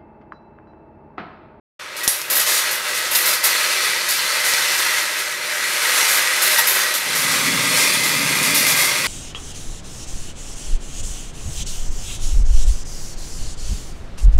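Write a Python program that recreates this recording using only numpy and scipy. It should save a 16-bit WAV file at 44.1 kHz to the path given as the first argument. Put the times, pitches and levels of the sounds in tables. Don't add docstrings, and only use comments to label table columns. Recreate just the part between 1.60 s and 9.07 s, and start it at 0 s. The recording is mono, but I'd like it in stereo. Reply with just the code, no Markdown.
import sys
import numpy as np
from scipy import signal
from scipy.fft import rfft, irfft
from scipy.io import wavfile
from scipy.ndimage import uniform_filter1d

SR = 44100
rng = np.random.default_rng(int(sys.argv[2]) if len(sys.argv) > 2 else 0)


def output_pcm(signal):
    pcm = np.clip(np.atleast_2d(signal).T, -1, 1) * 32767
    wavfile.write(sys.argv[1], SR, np.round(pcm).astype(np.int16))


N = 329427
TIME = np.arange(N) / SR
START_S = 0.192
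CROSSFADE_S = [5.38, 6.05]


def amp(db):
    return 10 ** (np.asarray(db) / 20)


def unit(x):
    return x / np.sqrt(np.mean(x ** 2) + 1e-20)


def log_interp(hz, knots, values):
    return np.interp(np.log(hz + 1), np.log(knots), values)


def add(mix, start_s, sound):
    part = mix[round(start_s * SR):][:len(sound)]
    part += sound[:len(part)]


def tint(x, knots, levels_db, peaks=(), size=8192):
    hz = abs(np.fft.fftfreq(size, 1 / SR))
    peaks_db = sum(db / (1 + (2 * (hz - centre) / width) ** 2) for centre, width, db in peaks)
    gain = amp(log_interp(hz, knots, levels_db) + peaks_db)
    minimum_phase = np.exp(np.conj(signal.hilbert(np.log(gain))))
    response = np.fft.ifft(minimum_phase).real
    return signal.oaconvolve(x, response[:size // 2])[:len(x)]


def band_db(x, lo_hz, hi_hz):
    hz = np.fft.rfftfreq(len(x), 1 / SR)
    band = rfft(x)[(hz > lo_hz) & (hz < hi_hz)]
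    return 10 * np.log10(2 * np.sum(abs(band) ** 2) / len(x) ** 2)


def wander(per_s):
    return unit(np.interp(TIME * per_s, np.arange(4096), rng.standard_normal(4096)))


def swell(t, at_s, spread_s):
    return np.exp(-((t - at_s) / spread_s) ** 2)


def pits(per_s, spread_db, rubbing):
    sizes = amp(spread_db * np.minimum(rng.exponential(1, N), 4))
    blows = sizes * rng.choice([-1, 1], N) * (rng.random(N) < per_s / SR)
    return unit(unit(blows) + rubbing * rng.standard_normal(N))


def wire_web(x, wet_db, t60, above_hz, size=16384):
    t, hz = np.arange(size) / SR, np.fft.rfftfreq(size, 1 / SR)
    tail = rng.standard_normal(size) * amp(-60 * t / t60)
    wet = amp(wet_db) * hz ** 4 / (hz ** 4 + above_hz ** 4)
    response = irfft((1 + wet * rfft(tail / np.linalg.norm(tail))) / np.sqrt(1 + wet ** 2))
    lead = size // 64
    return signal.oaconvolve(x, np.roll(response, lead))[lead:lead + N]


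def ring(modes):
    t = np.arange(SR) / SR
    return sum(amp(db - 60 * t / t60) * np.sin(2 * np.pi * hz * t) for hz, db, t60 in modes)


def frame_rumble():
    # time in seconds, level in dB.
    levels = [(5.3, -62), (5.55, -39), (5.95, -29), (6.26, -37.5), (6.39, -33), (6.75, -30.5), (7.02, -33),
              (7.32, -44.5), (7.46, -37)]
    # frequency in Hz, relative level in dB.
    colour = [(30, -37), (60, -36), (90, -21), (130, -4.5), (160, -2.5), (235, -4.5), (265, -1.5), (284, 5),
              (305, -12.5), (450, -8.5), (1000, -77)]
    force = pits(per_s=370, spread_db=-3.0, rubbing=0.45)
    shake = unit(tint(force, *np.transpose(colour)))
    return shake * amp(np.interp(TIME, *np.transpose(levels), left=-100))


def knocks():
    # start in seconds, gain in dB, further gain of thud and ring in dB.
    clacks = [(0.4778, 2.5, -0.5), (0.6165, -12.5, -22), (1.5575, -7, -28), (2.9375, -5, -34),
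              (3.190, -10, -32)]
    # frequency in Hz, relative level in dB, t60 in seconds.
    crack_modes = [(3900, -12, 0.005), (5670, 2.5, 0.003), (8700, -19, .018), (11100, -20, .012)]
    body_modes = [(700, -10, .003), (2720, -44, .5), (5841, -28, 0.32), (8726, -21, 0.26),
                  (10420, -26, .16), (11100, -16.5, 0.28), (11800, -25, 0.36), (14500, -31, .5)]
    bar_modes = [(921, -5, .2), (1911, 0, .25), (5685, -5, .1), (9600, -6, .08), (10260, -9, .12)]
    wire_modes = [(6700, -4, .14), (9150, -1, .22), (9781, -6, .3), (14430, -3, .18)]
    out, t = np.zeros(N), np.arange(SR) / SR
    spray = unit(tint(rng.standard_normal(SR), [800, 4000, 12000, 16000], [-29, 0, 1, -10]))
    spray *= amp(-14.0 - 60 * t / 0.049)
    for start_s, db, body_db in clacks:
        add(out, start_s, amp(db) * (ring(crack_modes) + spray + amp(body_db) * ring(body_modes)))
    attack = np.minimum(t / 0.0014, 1)
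    for start_s, db, modes in [(4.983, -14, bar_modes), (6.334, -21, wire_modes)]:
        add(out, start_s, amp(db) * ring(modes) * attack)
    return out


def chatter():
    # start in seconds, level in dB, hold and t60 in seconds, bright share 0-1.
    jolts = [(0.365, -30.5, 0.03, .3, .4), (0.434, -23.5, .013, 0.12, 0.7), (0.479, -21, .006, 0.76, 0.54),
             (0.699, -17.5, 0.037, .21, 0.88), (0.752, -15.5, .02, 0.28, 0.93),
             (0.795, -18, 0.023, 0.21, 0.5), (0.86, -19.5, 0.13, .3, .4), (1.110, -23, .02, .38, .75),
             (1.344, -25.5, 0.036, .4, 0.36), (1.510, -21.5, .035, .3, 0.84),
             (1.55, -13.5, 0.006, 0.06, .3), (1.556, -15, .005, 0.43, 1), (1.656, -17.5, 0.018, .44, .87),
             (1.73, -22, .02, .12, .7), (1.838, -14, .018, 0.24, 0.8), (2.486, -19, .025, 0.5, .43),
             (2.848, -22.5, 0.051, 0.27, 0.4), (3.178, -24.5, 0.027, 0.3, .4), (3.580, -29, .02, .24, .5),
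             (4.48, -21, 0.096, .2, 0.6), (4.821, -16, 0.014, .3, 0.7), (4.865, -21.5, .015, .2, .8),
             (4.913, -23, .02, 0.33, 0.7), (4.982, -16.5, 0.015, .17, 1), (5.07, -17, .022, .6, 1),
             (5.339, -20.5, .018, 0.31, .5), (5.550, -23.5, .076, .3, .4), (6.165, -19.5, .07, 0.18, .2),
             (6.435, -22.5, 0.043, .2, 0.5), (6.76, -26, .012, .2, .5), (6.825, -21.5, .04, .3, 0.3),
             (6.944, -16.5, 0.033, 0.46, 0.53), (7.063, -18.5, 0.051, .25, 0.5),
             (7.160, -21, 0.1, .2, 0.45)]
    # frequency in Hz, dull and bright relative levels in dB.
    colours = [(100, -42, -46), (700, -9, -15), (1980, -11, -19), (4330, -1.5, -9.5), (8040, -1.5, -13),
               (10300, -2, -5.5), (11500, -16, -0.5), (14300, -25, -4.5), (16700, -30, -23)]
    dull_power, bright_power = np.zeros(N), np.zeros(N)
    t = np.arange(SR // 2) / SR
    for start_s, db, hold_s, t60, bright in jolts:
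        attack = np.minimum(t / (0.058 * hold_s), 1)
        power = (attack * amp(db - 60 * np.maximum(t - hold_s, 0) / t60)) ** 2
        add(dull_power, start_s, power * (1 - bright))
        add(bright_power, start_s, power * bright)
    knots, dull_db, bright_db = np.transpose(colours)
    buzz = np.zeros(N)
    for power, colour_db in [(dull_power, dull_db), (bright_power, bright_db)]:
        force = pits(per_s=3000, spread_db=2.0, rubbing=0.66)
        force = wire_web(force, wet_db=-3, t60=0.11, above_hz=1100)
        buzz += np.sqrt(power) * unit(tint(force, knots, colour_db))
    return buzz


def ringing_rails():
    # frequency in Hz, relative dB on the first and on the wavy stretch.
    colours = [(30.0, -40, -39), (80.0, -31, -29), (156, -26, -13), (247, -26.5, -25), (374, -23.5, -26),
               (687, -13.5, -17.5), (1214, -5, -7), (2250, -3.0, 0), (3050, -1, -7), (4780, 0.5, -3.5),
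               (7400, -3, -5.5), (12000.0, -4, -8.5), (13900, -10, -13), (15300, -17.5, -18.0)]
    # centre in Hz, width in Hz, lift in dB.
    frame_modes = [(365, 130, 13), (508, 100, 13), (605, 70, 14.5), (775, 45, 6.5), (918, 105, 9.5)]
    first_modes = [(1063, 59, 6.5), (1280, 183, 10.5), (1520, 145, 6), (1681, 204, 9), (1852, 15, 8),
                   (1922, 42, 12), (2032, 144, 11.5), (2150, 116, 4), (2299, 73, 8), (2378, 24, 10),
                   (2527, 39, 6), (2577, 93, 6.5), (2690, 5.4, 5), (2738, 9, 15.5), (2836, 22, 3.5),
                   (3010, 390, 3), (3533, 120, 4.5), (3930, 26.0, -2), (4000, 82, 6), (4290, 92, 6.5),
                   (4500, 35, -1), (5723, 68, 7), (6370, 64, 5.5), (8630, 20.0, 8), (9450, 85, 7.5)]
    wavy_modes = [(1073, 87, 6), (1237, 146, 8.5), (1600, 60, 6.5), (1968, 19, 9), (2082, 193, 9.5),
                  (2425, 125, 7), (2620, 160, 4.5), (2780, 28, 8.5), (3030, 33, 9), (3340, 170, 8),
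                  (3600, 140, 6.5), (3860, 150.0, 3), (4250, 230, 6), (4280, 30.0, -2), (4740, 95, 3),
                  (4770, 27.0, 3), (5530, 38.0, 0), (5615.0, 19, 12.5), (6140, 27, 0), (6170, 22.0, 9),
                  (8830, 150.0, 7.5), (9800, 150.0, 5), (10100, 24.0, 3), (10901.0, 18, 3),
                  (11160, 104.0, 8)]
    force = pits(per_s=2600, spread_db=1.5, rubbing=0.73) * amp(0.4 * wander(per_s=45))
    force = wire_web(force, wet_db=-3, t60=.5, above_hz=3400)
    knots, first_db, wavy_db = np.transpose(colours)
    first = unit(tint(force, knots, first_db, [*frame_modes, *first_modes]))
    wavy = unit(tint(force, knots, wavy_db, [*frame_modes, *wavy_modes]))
    wavy_share = np.interp(TIME, CROSSFADE_S, [0, 1])
    return (1 - wavy_share) * first + wavy_share * wavy


def resonance_drift_db(hz, t):
    def band(centre_hz, half_width_hz, lift_db):
        return np.outer(1 / (1 + ((hz - centre_hz) / half_width_hz) ** 2), lift_db)

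    main_db = np.interp(t, CROSSFADE_S, [1, 0.6]) - 8 * np.exp(-(t - START_S) / 0.75)
    coil_db = np.interp(t, CROSSFADE_S, [-1.05, .7]) + 4.5 * swell(t, at_s=2.4, spread_s=0.88)
    hum_db = 1.5 - 3 * swell(t, at_s=3.4, spread_s=1.7)
    return band(2030, 116, main_db) + band(4530, 380, coil_db) + band(490, 180, hum_db)


def rolling():
    # time in seconds, level in dB.
    pace = [(0.33, -32.5), (0.45, -28), (0.68, -31.5), (0.72, -26), (0.96, -22.5), (1.22, -26.5),
            (1.6, -24.5), (1.7, -21.5), (1.82, -26), (1.86, -22), (2.32, -23), (2.46, -25), (2.79, -23),
            (2.9, -22), (3.17, -21.5), (3.78, -27), (4.15, -23), (4.39, -19.5), (4.7, -22.5), (4.93, -20),
            (5.04, -22.5), (5.18, -20.5), (5.4, -25.5), (5.75, -20.5), (5.92, -22.5), (6.16, -20),
            (6.46, -22), (7.24, -21.5), (7.33, -23)]
    cruise_db, crawl_db = -22, -26
    rails = ringing_rails()
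    hz, t, spectrum = signal.stft(rails, SR, nperseg=512)
    rocking_db = 0.48 * np.interp(t, TIME, wander(per_s=15))
    pace_db = np.interp(t, *np.transpose(pace)) + rocking_db
    softening_db = 0.74 * np.maximum(crawl_db - pace_db, 0)
    hiss_db = -23.5 + 1.37 * (pace_db - cruise_db) - softening_db
    ring_gain_db = pace_db - band_db(rails, 900, 3000)
    bright_db = hiss_db - band_db(rails, 4500, 14000) - ring_gain_db
    follow = log_interp(hz, [150, 650], [.4, 1])
    tilt = log_interp(hz, [2260, 5400, 9000, 14000], [0, .7, 1.15, 1.6])
    gain_db = np.outer(follow, ring_gain_db) + np.outer(tilt, bright_db) + resonance_drift_db(hz, t)
    flicker = uniform_filter1d(rng.standard_normal(spectrum.shape[::-1]), size=16, axis=0)
    gain_db += 1.45 * unit(flicker).T
    return signal.istft(spectrum * amp(gain_db), SR, nperseg=512)[1][:N]


def scene():
    mono = rolling() + chatter() + knocks() + frame_rumble()
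    return np.array([mono, mono])


def record(dry):
    opened = dry * np.clip((TIME - START_S) / .006, 0, 1)
    clipped = np.clip(opened, -1, 1)
    lowpass = signal.firwin(1023, cutoff=15750, window=("kaiser", 9), fs=SR)
    return signal.oaconvolve(clipped, lowpass[None], "same")


dry = scene()
out = record(dry)
output_pcm(out)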